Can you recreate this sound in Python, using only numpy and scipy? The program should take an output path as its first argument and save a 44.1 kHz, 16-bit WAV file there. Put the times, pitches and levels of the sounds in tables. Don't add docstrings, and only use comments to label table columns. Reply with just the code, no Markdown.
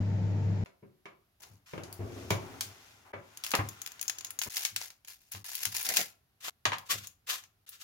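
import sys
import numpy as np
from scipy import signal
from scipy.fft import rfft, irfft, next_fast_len
from scipy.io import wavfile

SR = 44100
rng = np.random.default_rng(int(sys.argv[2]) if len(sys.argv) > 2 else 0)


def master_out(mix):
    frames = np.transpose(np.atleast_2d(mix))
    ceiling = np.clip(frames, -1, 1)
    pcm = np.round(ceiling * 32767).astype(np.int16)
    wavfile.write(sys.argv[1], SR, pcm)


N = 345303
TIME = np.arange(N) / SR


# frequency_hz, level_db
PAPER_SPECTRUM = [(150, -25), (250, -27.5), (421, -9.5), (519, -22), (586, -14), (735, -7.5), (1200, -7.5),
                  (1530, -3), (1880, -3.5), (2020, -1.5), (2400, 0), (6940, 1.5), (7840, -5.5),
                  (11100, -1.5), (16000, -3.5)]
# start_s, level_db, brightness_db
SNAPS = [(1.4348, -37, -15.5), (1.9266, -29.5, 5), (2.3038, -24, 11), (2.6084, -16.5, -2.5),
         (3.4377, -21.5, -6.5), (3.4461, -24.5, -4.5), (3.4644, -23.5, -7), (3.5065, -24, 2.5),
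         (3.5159, -19, -5.5), (3.5511, -14.5, -3), (4.4157, -19, -9.5), (4.5685, -17, -1.5),
         (4.6506, -12.5, -4), (4.7619, -15.5, -4.5), (4.814, -26, -11), (4.9029, -36.5, -7),
         (5.048, -40, -6.5), (5.3184, -26.5, 12), (5.5526, -17.5, 3), (5.6534, -13.5, -3),
         (5.7668, -24, 5.5), (5.8277, -20, 16.5), (5.8656, -21.5, -1), (5.889, -14.5, -2.5),
         (5.9698, -9, -4.5), (6.0129, -19, -3.5), (6.482, -24.5, -19), (6.7833, -30, -1.5),
         (7.4377, -41, -9.5), (7.691, -28, 12)]
def snaps(crack_db=-4, cluster_db=-21, cluster_t60_s=0.16, rise_s=0.00031, size=6144):
    out = np.zeros((2, N))
    onset = 1 - np.exp(-TIME[:size] / rise_s)
    for start_s, db, bright in SNAPS:
        tilt = [(450, -9 - bright), (1300, -4 - bright), (3500, 0), (7000, 0.015), (10000, 1.5 + bright)]
        crack = burst(0.034, PAPER_SPECTRUM, tilt, spot_colour(spread_db=2), size=size)
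        after_cracks = grains(per_s=2400, spread_db=3.5, t60_s=0.025, size=size)
        cluster = colour(after_cracks, PAPER_SPECTRUM, tilt) * decay(cluster_t60_s, size)
        snap = from_db(crack_db) * crack + from_db(cluster_db) * cluster
        add(out, start_s, from_db(db) * snap * onset)
    return out


# start_s, hold_s, level_db
RUSTLES = [(1.398, .01, -61), (1.418, 0.01, -56), (1.464, 0.085, -68.5), (3.436, 0.02, -41.5),
           (4.413, 0.0074, -35.5), (4.493, 0.095, -41.5), (4.553, 0.083, -38), (4.801, 0.035, -42),
           (5.07, 0.0067, -47.5), (5.099, 0.0036, -50), (5.196, 0.092, -67), (5.312, 0.022, -43),
           (5.439, 0.18, -41.5), (5.622, 0.005, -40), (5.715, .02, -45.5), (5.74, 0.074, -36.5),
           (5.843, 0.12, -34.5), (5.962, 0.026, -32.5)]
def crinkle(fine_db=-4, coarse_db=-7, rise_s=0.0051):
    envelope = strokes([(s, rise_s, hold, db) for s, hold, db in RUSTLES], release_db_per_s=269.5)
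    fine = colour(grains(per_s=2200, spread_db=3.7, t60_s=0.011), PAPER_SPECTRUM)
    sparse = [grains(per_s=70, spread_db=3, t60_s=0.012) for _ in range(3)]
    tilt = [(1500, -2.5), (3500, -3.5), (11000, -1.5)]
    coarse = sum(colour(cracks, PAPER_SPECTRUM, tilt, spot_colour(spread_db=3.5)) for cracks in sparse)
    return envelope * (from_db(fine_db) * fine + from_db(coarse_db) * coarse)


# frequency_hz, level_db
SWISH_SPECTRUM = [(120, -21), (200, -28), (289, -25.5), (548, -3.5), (635, -31), (709, -20), (821, -28),
                  (1160, 1), (2020, -0.5), (3250, 4), (4270, 1), (7010, 1), (8900, -6), (14300, -2.5),
                  (16000, -12)]
# start_s, rise_s, hold_s, level_db, tray_body_db
DRAGS = [(6.4, 0.0072, .02, -57, -15.5), (6.42, 0.031, .045, -41.5, -7.5),
         (6.841, 0.026, 0.023, -61, -26.5), (6.884, 0.025, 0.01, -29, -21),
         (7.018, 0.023, 0.0035, -51.5, -12), (7.261, 0.038, 0.036, -37, -8.5),
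         (7.662, 0.0016, 0.019, -59, -19.5), (7.703, 0.027, .005, -54.5, -28),
         (7.784, 0.045, .02, -47, -14)]
def drags(hiss_db=2, body_db=-1, release_db_per_s=291):
    speed = strokes([row[:4] for row in DRAGS], release_db_per_s)
    weight = strokes([(s, rise, hold, db + body) for s, rise, hold, db, body in DRAGS], release_db_per_s)
    friction = grains(per_s=10000, spread_db=2.5, t60_s=0.0077)
    hiss = colour(friction, SWISH_SPECTRUM) * flutter(depth_db=3)
    return from_db(hiss_db) * speed * hiss + from_db(body_db) * weight * rubbed(TRAY_MODES, width_hz=82)


# frequency_hz, level_db
TRAY_SPECTRUM = [(88, -31.5), (150, -10.5), (601, -4.5), (1100, 2.5), (1390, -8), (1700, -3), (2140, -5.5),
                 (2700, -4.5), (3840, -8), (4580, -12), (5790, -15.5), (6510, -12), (7770, -20.5),
                 (10400, -21), (16000, -23)]
# pitch_hz, level_db, t60_s (capped by ring)
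TRAY_MODES = [(760, -4, 0.36), (870, -18, .25), (960, -13.5, 0.11), (1030, -7, .16), (1127, 1, 0.19),
              (1254, -1, .18), (1690, -4, 0.25), (1900, -1.5, .4), (2280, -20.5, .4), (2620, -13, 0.35),
              (3325, -9, .35), (4060, -22.5, 0.2)]
# start_s, level_db, bass_db, treble_db
TRAY_KNOCKS = [(3.5365, -14, -12.5, -23), (3.584, -18, -8.5, -40.5), (4.458, -31, -0.5, -41),
               (5.349, -38, -30, -5), (5.855, -45, -19, -24), (6.6538, -14.5, -22, -8.5),
               (6.719, -23, -20, -18), (6.732, -24, -52, -14)]
def tray_knocks():
    return impacts(TRAY_KNOCKS, TRAY_SPECTRUM, TRAY_MODES, crack_t60_s=0.13, crack_db=-1, ring_db=-24.5,
                   bass_db=14, treble_db=9.5, top_db=-9, contact_s=0.00007)


# start_s, level_db
THUDS = [(0.828, -50.5), (1.501, -43), (1.762, -43), (2.052, -33.5), (2.309, -21), (2.649, -40.5),
         (3.137, -39), (3.589, -23), (4.465, -38.5), (4.718, -44.5), (5.343, -36.5), (5.662, -39.5),
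         (6.659, -32), (6.934, -35.5)]
def thuds(boom_hz=102, boom_t60_s=0.33, boom_db=-5, push_t60_s=0.38, push_db=-7, size=16384):
    out, t = np.zeros((2, N)), TIME[:size]
    boom = from_db(boom_db) * np.sin(2 * np.pi * boom_hz * t) * decay(boom_t60_s, size)
    push_spectrum = [(45, -20.5), (90, 9.5), (190, 2.5), (420, -9), (900, -32), (4000, -73)]
    for start_s, db in THUDS:
        rise_s = 0.005 * from_db((-30 - db) / 2)
        push = from_db(push_db) * burst(push_t60_s, push_spectrum, size=size)
        add(out, start_s, from_db(db) * (boom + push) * (1 - np.exp(-t / rise_s)))
    return out


# frequency_hz, level_db
SCRAPE_SPECTRUM = [(170, -4.5), (330, -7), (520, -3), (740, 2.5), (950, -22), (1700, -5.5), (2080, 6),
                   (2500, -13.5), (6000, -28.5)]
# start_s, hold_s, level_db
NUDGES = [(5.848, .06, -45), (5.972, 0.008, -36), (6.907, 0.0041, -45)]
def nudges(rise_s=0.021):
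    shove = strokes([(s, rise_s, hold, db) for s, hold, db in NUDGES], release_db_per_s=376)
    return shove * flutter(depth_db=3.5) * colour(air(N), SCRAPE_SPECTRUM)


# start_s, rise_s, hold_s, level_db
SQUEAK = [(6.89, 0.013, 0.006, -35)]
def squeak(pitch_hz=1130):
    tone = rubbed([(pitch_hz, 0), (2 * pitch_hz, -12), (3 * pitch_hz, -12)], width_hz=45)
    return strokes(SQUEAK, release_db_per_s=400) * tone


# start_s, level_db, ping_db, top_octave_db
TICKS = [(3.3728, -32, -8, 1), (3.688, -26, -9, 5), (3.817, -26, -8.5, 2), (3.8621, -25, -14, -4.5),
         (3.8736, -27.5, -27, -4.5), (3.9187, -35.5, -9, -2), (3.994, -34.5, -10, -20),
         (4.013, -22, -8, 5.5), (4.0276, -24.5, -20, 2), (4.055, -39, -14, -14), (4.0801, -22, -2.5, -2.5),
         (4.0968, -18, -8.5, -10.5), (4.185, -30.5, -1, -4.5), (4.2087, -32, -10.5, -9),
         (4.2468, -26, -5.5, -1.5), (4.2684, -38.5, -1, -10), (4.3054, -25, -14, 1.5),
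         (4.3895, -21, -5.5, 3), (7.0713, -30.5, -5, 6)]
def cooling_ticks(crack_db=-4, ping_t60_s=0.053, rise_s=0.00022, size=6144):
    out = np.zeros((2, N))
    onset = 1 - np.exp(-TIME[:size] / rise_s)
    ping_spectrum = [(4000, -27.5), (5900, -17.5), (6480, -7.5), (7100, -9), (8500, -47), (16000, -61)]
    for start_s, db, ping_db, top_db in TICKS:
        tilt = [(500, -6.5), (2000, -3.5), (7000, -6), (10000, top_db)]
        crack = from_db(crack_db) * burst(0.034, PAPER_SPECTRUM, tilt, spot_colour(spread_db=0.5))
        ping = from_db(ping_db - 1) * burst(ping_t60_s, ping_spectrum)
        add(out, start_s, from_db(db) * (crack + ping) * onset)
    return out


# frequency_hz, level_db
FAT_SPECTRUM = [(880, -2.5), (1500, 5.5), (1710, -2), (1870, 1), (3150, -1), (4330, -5), (6690, -4.5),
                (8570, -13), (11700, -9.5), (16000, -17.5)]
# frequency_hz, gain_db
OVEN_CAVITY = [(1100, -3.5), (2000, -1), (3400, 0), (5500, 1.5), (9000, 0), (13000, 0)]
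# time_s, level_db
SIZZLE_CURVES = [
    [(1.66, -60.5), (1.72, -56), (1.844, -70.5), (2.196, -54.5), (2.306, -56), (2.548, -58), (2.742, -58),
     (2.916, -60.5), (3.11, -71)],
    [(3.14, -72.5), (3.42, -59.5), (3.548, -57.5), (3.694, -57), (3.832, -59), (4.016, -61.5), (4.3, -60.5),
     (4.385, -67.5)],
]
def sizzle(oven_db=0.5, board_db=2):
    bubbles = grains(per_s=7700, spread_db=2.5, t60_s=0.0055)
    in_oven = level(SIZZLE_CURVES[0]) * colour(bubbles, FAT_SPECTRUM, OVEN_CAVITY)
    on_board = level(SIZZLE_CURVES[1]) * colour(bubbles, FAT_SPECTRUM)
    return from_db(oven_db) * in_oven + from_db(board_db) * on_board


# frequency_hz, level_db
OVEN_SPECTRUM = [(88, -31.5), (150, -4), (315, -8.5), (414, 1), (821, -12), (923, -3.5), (1310, -10.5),
                 (2100, -10), (4950, -26), (7180, -27.5), (8230, -39), (11000, -30), (16000, -52)]
# pitch_hz, level_db, t60_s (capped by ring)
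OVEN_MODES = [(272.2, 10, 0.13), (362, 10, 0.24), (406, 7.5, 0.14), (603, -1, 0.1), (670, 19, 0.058),
              (945, 7, 0.082), (1490, -1, 0.067), (2050, -24.5, 0.053), (2268, 15.5, 0.089),
              (2370, -2.5, 0.095), (2840, -18, 0.13), (2730, -27, 0.41)]
# start_s, level_db, bass_db, treble_db
OVEN_KNOCKS = [(0.659, -48, -2, -22.5), (0.823, -38, 8.5, -51), (1.055, -40.5, -17, -32),
               (1.734, -33.5, 2.5, -31.5), (1.778, -35, 0.5, -28.5), (1.835, -44, -4, -9),
               (2.002, -36.5, 9, -42), (2.305, -22, -7, -20.5), (3.132, -30.5, -11, -43.5)]
def oven_knocks():
    return impacts(OVEN_KNOCKS, OVEN_SPECTRUM, OVEN_MODES, crack_t60_s=0.076, crack_db=3.5,
                   ring_db=-25.5, bass_db=6.5, treble_db=29, top_db=-5, contact_s=0.00003)


# frequency_hz, level_db
RUMBLE_SPECTRUM = [(35, -38), (60, -14), (103, 7.5), (141, -17.5), (279, -2), (317, -14.5), (348, -2.5),
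                   (563, -14.5), (678, -9), (911, -47), (1120, -17), (1340, -33.5), (5000, -62),
                   (6500, -64.5), (11000, -120)]
# frequency_hz, level_db
WHINE_SPECTRUM = [(450, -13.5), (680, -5.5), (790, 0), (980, -6.5), (1250, -7.5), (2400, -14), (4000, -29)]
# start_s, hold_s, level_db, squeal_db
PULLS = [(1.399, 0.071, -68, 1), (1.751, 0.16, -54.5, -1.5), (1.989, 0.11, -42.5, -17),
         (2.158, 0.13, -50, -11), (2.41, 0.13, -51.5, -1.5), (3.048, 0.063, -86, 23.5)]
def rails(rise_s=0.005, release_db_per_s=95, whir_from_s=2.7, whir_until_s=4.35, fade_s=0.21):
    rumble = colour(air(N), RUMBLE_SPECTRUM) + from_db(-25.5) * rubbed(OVEN_MODES, width_hz=28)
    whine = colour(air(N), WHINE_SPECTRUM)
    pull = strokes([(s, rise_s, hold, db) for s, hold, db, _ in PULLS], release_db_per_s)
    squeal = strokes([(s, rise_s, hold, db + extra) for s, hold, db, extra in PULLS], release_db_per_s)
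    whir_fade = np.clip(np.minimum(TIME - whir_from_s, whir_until_s - TIME) / fade_s + 1, 0, 1)
    whir = whir_fade * (from_db(-69) * whine + from_db(-70) * rumble)
    return flutter(depth_db=1) * (pull * rumble + from_db(-0.5) * squeal * whine) + whir


# pitch_hz, level_db
HOB_TONES = [(100.2, -30), (151, -53), (175.2, -53), (301.5, -56), (377, -71), (456, -58), (532, -66),
             (614, -63), (911, -63)]
# frequency_hz, level_db
FAN_SPECTRUM = [(30, -24.5), (65, -12.5), (110, -4), (190, 0), (270, -12.5), (450, -19), (900, -23.5),
                (1100, -33.5), (1800, -30), (3200, -40), (7200, -45), (8300, -62.5), (16000, -66)]
def hob(fan_db=-36.5):
    hum = sum(from_db(db) * np.sqrt(2) * np.sin(2 * np.pi * (hz * TIME + rng.random()))
              for hz, db in HOB_TONES)
    waver = flutter(depth_db=0.6, per_s=30.3)
    fan = from_db(fan_db) * colour(air(N), FAN_SPECTRUM)
    return (hum * waver + fan) * (TIME < BREAKS_S[0])


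# delay_s, gain_db
NEAR_ECHOES = [(.0011, -19), (.0029, -14), (.0058, -14)]
def early_echoes(x, gain_db=0.12):
    out = x.copy()
    for delay_s, db in NEAR_ECHOES:
        lag = round(delay_s * SR)
        out[:, lag:] += from_db(db) * x[:, :-lag]
    return from_db(gain_db) * out


# frequency_hz, t60_s
ROOM_T60 = [(100, 0.7), (300, 0.41), (800, 0.4), (2000, 0.27), (6000, 0.23), (15000, 0.22)]
def reverberation(x, lowest_hz=125, build_s=0.00097, size=32768):
    hz, noise = np.arange(size // 2 + 1) * SR / size, rfft(air(size))
    octave = np.clip(np.round(np.log2(np.maximum(hz, 1) / lowest_hz)), 0, 7)
    tail = sum(irfft(noise * (octave == k)) * decay(at_hz(ROOM_T60, lowest_hz * 2 ** k), size)
               for k in range(8))
    tail = rms_one(tail * (1 - np.exp(-TIME[:size] / build_s))) / np.sqrt(size)
    out = np.zeros((2, N))
    for start_s, end_s in zip(BREAKS_S, BREAKS_S[1:] + [N / SR]):
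        add(out, start_s, signal.fftconvolve(x[:, round(start_s * SR):round(end_s * SR)], tail, axes=1))
    return out


# frequency_hz, level_db
AMBIENT_SPECTRUM = [(18, -41.5), (30, -6.5), (98, 3.5), (161, -6), (364, -13.5), (554, -16.5), (780, -11),
                    (866, -18), (1130, -15.5), (4910, -21), (8300, -27.5), (12300, -19), (16000, -26)]
def ambience(level_db=-74):
    return from_db(level_db) * colour(air(N), AMBIENT_SPECTRUM)


def impacts(rows, spectrum, modes, crack_t60_s, crack_db, ring_db, bass_db, treble_db, top_db,
            contact_s):
    out, size = np.zeros((2, N)), 16384
    for start_s, db, bass, treble in rows:
        low_db, high_db = bass + bass_db, treble + treble_db
        contact = [(300, low_db), (900, 0.0072), (2200, 0), (6000, high_db), (14000, high_db + top_db)]
        struck = [(hz, mode_db + at_hz(contact, hz) - max(low_db, 0), t60) for hz, mode_db, t60 in modes]
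        crack = from_db(crack_db) * burst(crack_t60_s, spectrum, contact, size=size)
        ringing = from_db(ring_db) * ring(struck, size)
        rise_s = contact_s * from_db(-treble)
        onset = 1 - np.exp(-(TIME[:size] / rise_s) ** 2)
        add(out, start_s, from_db(db) * (crack + ringing) * onset)
    return out


def ring(modes, size, longest_t60_s=0.3):
    strengths = from_db(rng.normal(0, 2.2, (len(modes), 2, 1)))
    return sum(strength * from_db(db) * decay(min(t60_s, longest_t60_s), size)
               * np.sin(2 * np.pi * (hz * TIME[:size] + rng.random((2, 1))))
               for strength, (hz, db, t60_s) in zip(strengths, modes))


def burst(t60_s, *spectra, size=6144):
    spike = 1.5 * decay(0.012, size)
    return colour(air(size), *spectra) * decay(t60_s, size) * (1 + spike) / 2


def rubbed(modes, width_hz):
    hz = np.geomspace(150, 8000, 400)
    power = sum(from_db(db) ** 2 / (1 + (2 * (hz - centre) / width_hz) ** 2) for centre, db, *_ in modes)
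    return colour(air(N), np.column_stack([hz, 10 * np.log10(power)]))


def grains(per_s, spread_db, t60_s, size=N):
    heft = np.minimum(rng.exponential(1, size), 4)
    born = rng.random(size) < per_s / SR
    energy = np.full(size, 1e-12)
    energy[born] = from_db(spread_db * heft[born]) ** 2
    fading = signal.lfilter([1], [1, -decay(t60_s, 2)[1] ** 2], energy)
    return np.sqrt(fading) * air(size)


def spot_colour(spread_db, count=18):
    return np.column_stack([np.geomspace(700, 16000, count), rng.normal(0, spread_db, count)])


def strokes(rows, release_db_per_s):
    out, t = np.zeros((2, N)), TIME[:SR]
    for start_s, rise_s, hold_s, db in rows:
        attack = np.minimum(t / rise_s, 1) ** 2
        fall_db = release_db_per_s * np.maximum(t - rise_s - hold_s, 0)
        add(out, start_s, attack * from_db(db - fall_db))
    return out


def flutter(depth_db, per_s=70):
    steps = from_db(depth_db * rng.standard_normal(1024))
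    return np.interp(TIME * per_s, np.arange(len(steps)), steps)


def air(size, alike_hz=420, direct_share=0.15):
    padded = next_fast_len(size)
    hz = np.arange(padded // 2 + 1) * SR / padded
    mid, side = rng.standard_normal((2, 2 * len(hz))).view(complex)
    alike = np.clip(direct_share + (1 - direct_share) / (1 + (hz / alike_hz) ** 2), 0, 1)
    spectra = np.sqrt(1 + alike) * mid + np.sqrt(1 - alike) * side * [[1], [-1]]
    left, right = irfft(spectra, padded)[:, :size]
    return rms_one(np.array([left, np.roll(right, 8)]))


def colour(x, *spectra):
    size = next_fast_len(x.shape[-1])
    hz = np.arange(size // 2 + 1) * SR / size
    roll_off = np.minimum(hz / spectra[0][0][0], 1) ** 2
    gain = from_db(sum(at_hz(points, hz) for points in spectra)) * roll_off
    return rms_one(irfft(rfft(x, size) * gain, size)[..., :x.shape[-1]])


def at_hz(points, hz):
    where, value = np.transpose(points)
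    return np.interp(np.log(np.maximum(hz, 1)), np.log(where), value)


def level(curve):
    s, db = np.transpose(curve)
    return from_db(np.interp(TIME, s, db)) * (TIME >= s[0]) * (TIME <= s[-1])


def decay(t60_s, size):
    return np.exp(-np.log(1000) * TIME[:size] / t60_s)


def pan(left_db):
    return from_db(np.array([[left_db], [-left_db]]) / 2)


def from_db(db):
    return 10 ** (np.asarray(db) / 20)


def rms_one(x):
    return x / np.sqrt(np.mean(x ** 2) + 1e-20)


def add(out, start_s, sound):
    start = round(start_s * SR)
    end = min([start + sound.shape[-1], N] + [round(s * SR) for s in BREAKS_S if s > start_s])
    out[:, start:end] += sound[..., :end - start]


def scene():
    oven = oven_knocks() * pan(left_db=2)
    tray = tray_knocks() * pan(left_db=2)
    clicks = cooling_ticks() * pan(left_db=5) + snaps() * pan(left_db=3)
    paper = early_echoes(crinkle() + drags()) * pan(left_db=3)
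    handling = paper + (nudges() + squeak()) * pan(left_db=1)
    click_wet_db = np.where(TIME < BREAKS_S[1], -4, -10)
    room = reverberation(from_db(-1.5) * oven + from_db(-10.5) * tray
                         + from_db(click_wet_db) * clicks + from_db(-16.5) * handling)
    sustained = hob() * pan(left_db=2) + (rails() + early_echoes(sizzle())) * pan(left_db=2.2)
    background = ambience()
    return handling + clicks + tray + thuds() * pan(left_db=2) + oven + sustained + room + background


BREAKS_S = [0.643, 3.125, 4.493, 5.438, 6.502, 7.66]
def record(dry, cutoff_hz=15900, fade_s=0.002):
    from_break_s = np.min(np.abs(TIME - np.array([0] + BREAKS_S)[:, None]), axis=0)
    gate = np.clip(from_break_s / fade_s - 1.5, 0, 1)
    low_pass = signal.ellip(10, 0.2, 80, cutoff_hz, fs=SR, output="sos")
    return signal.sosfilt(low_pass, dry * gate)


dry = scene()
out = record(dry)
master_out(out)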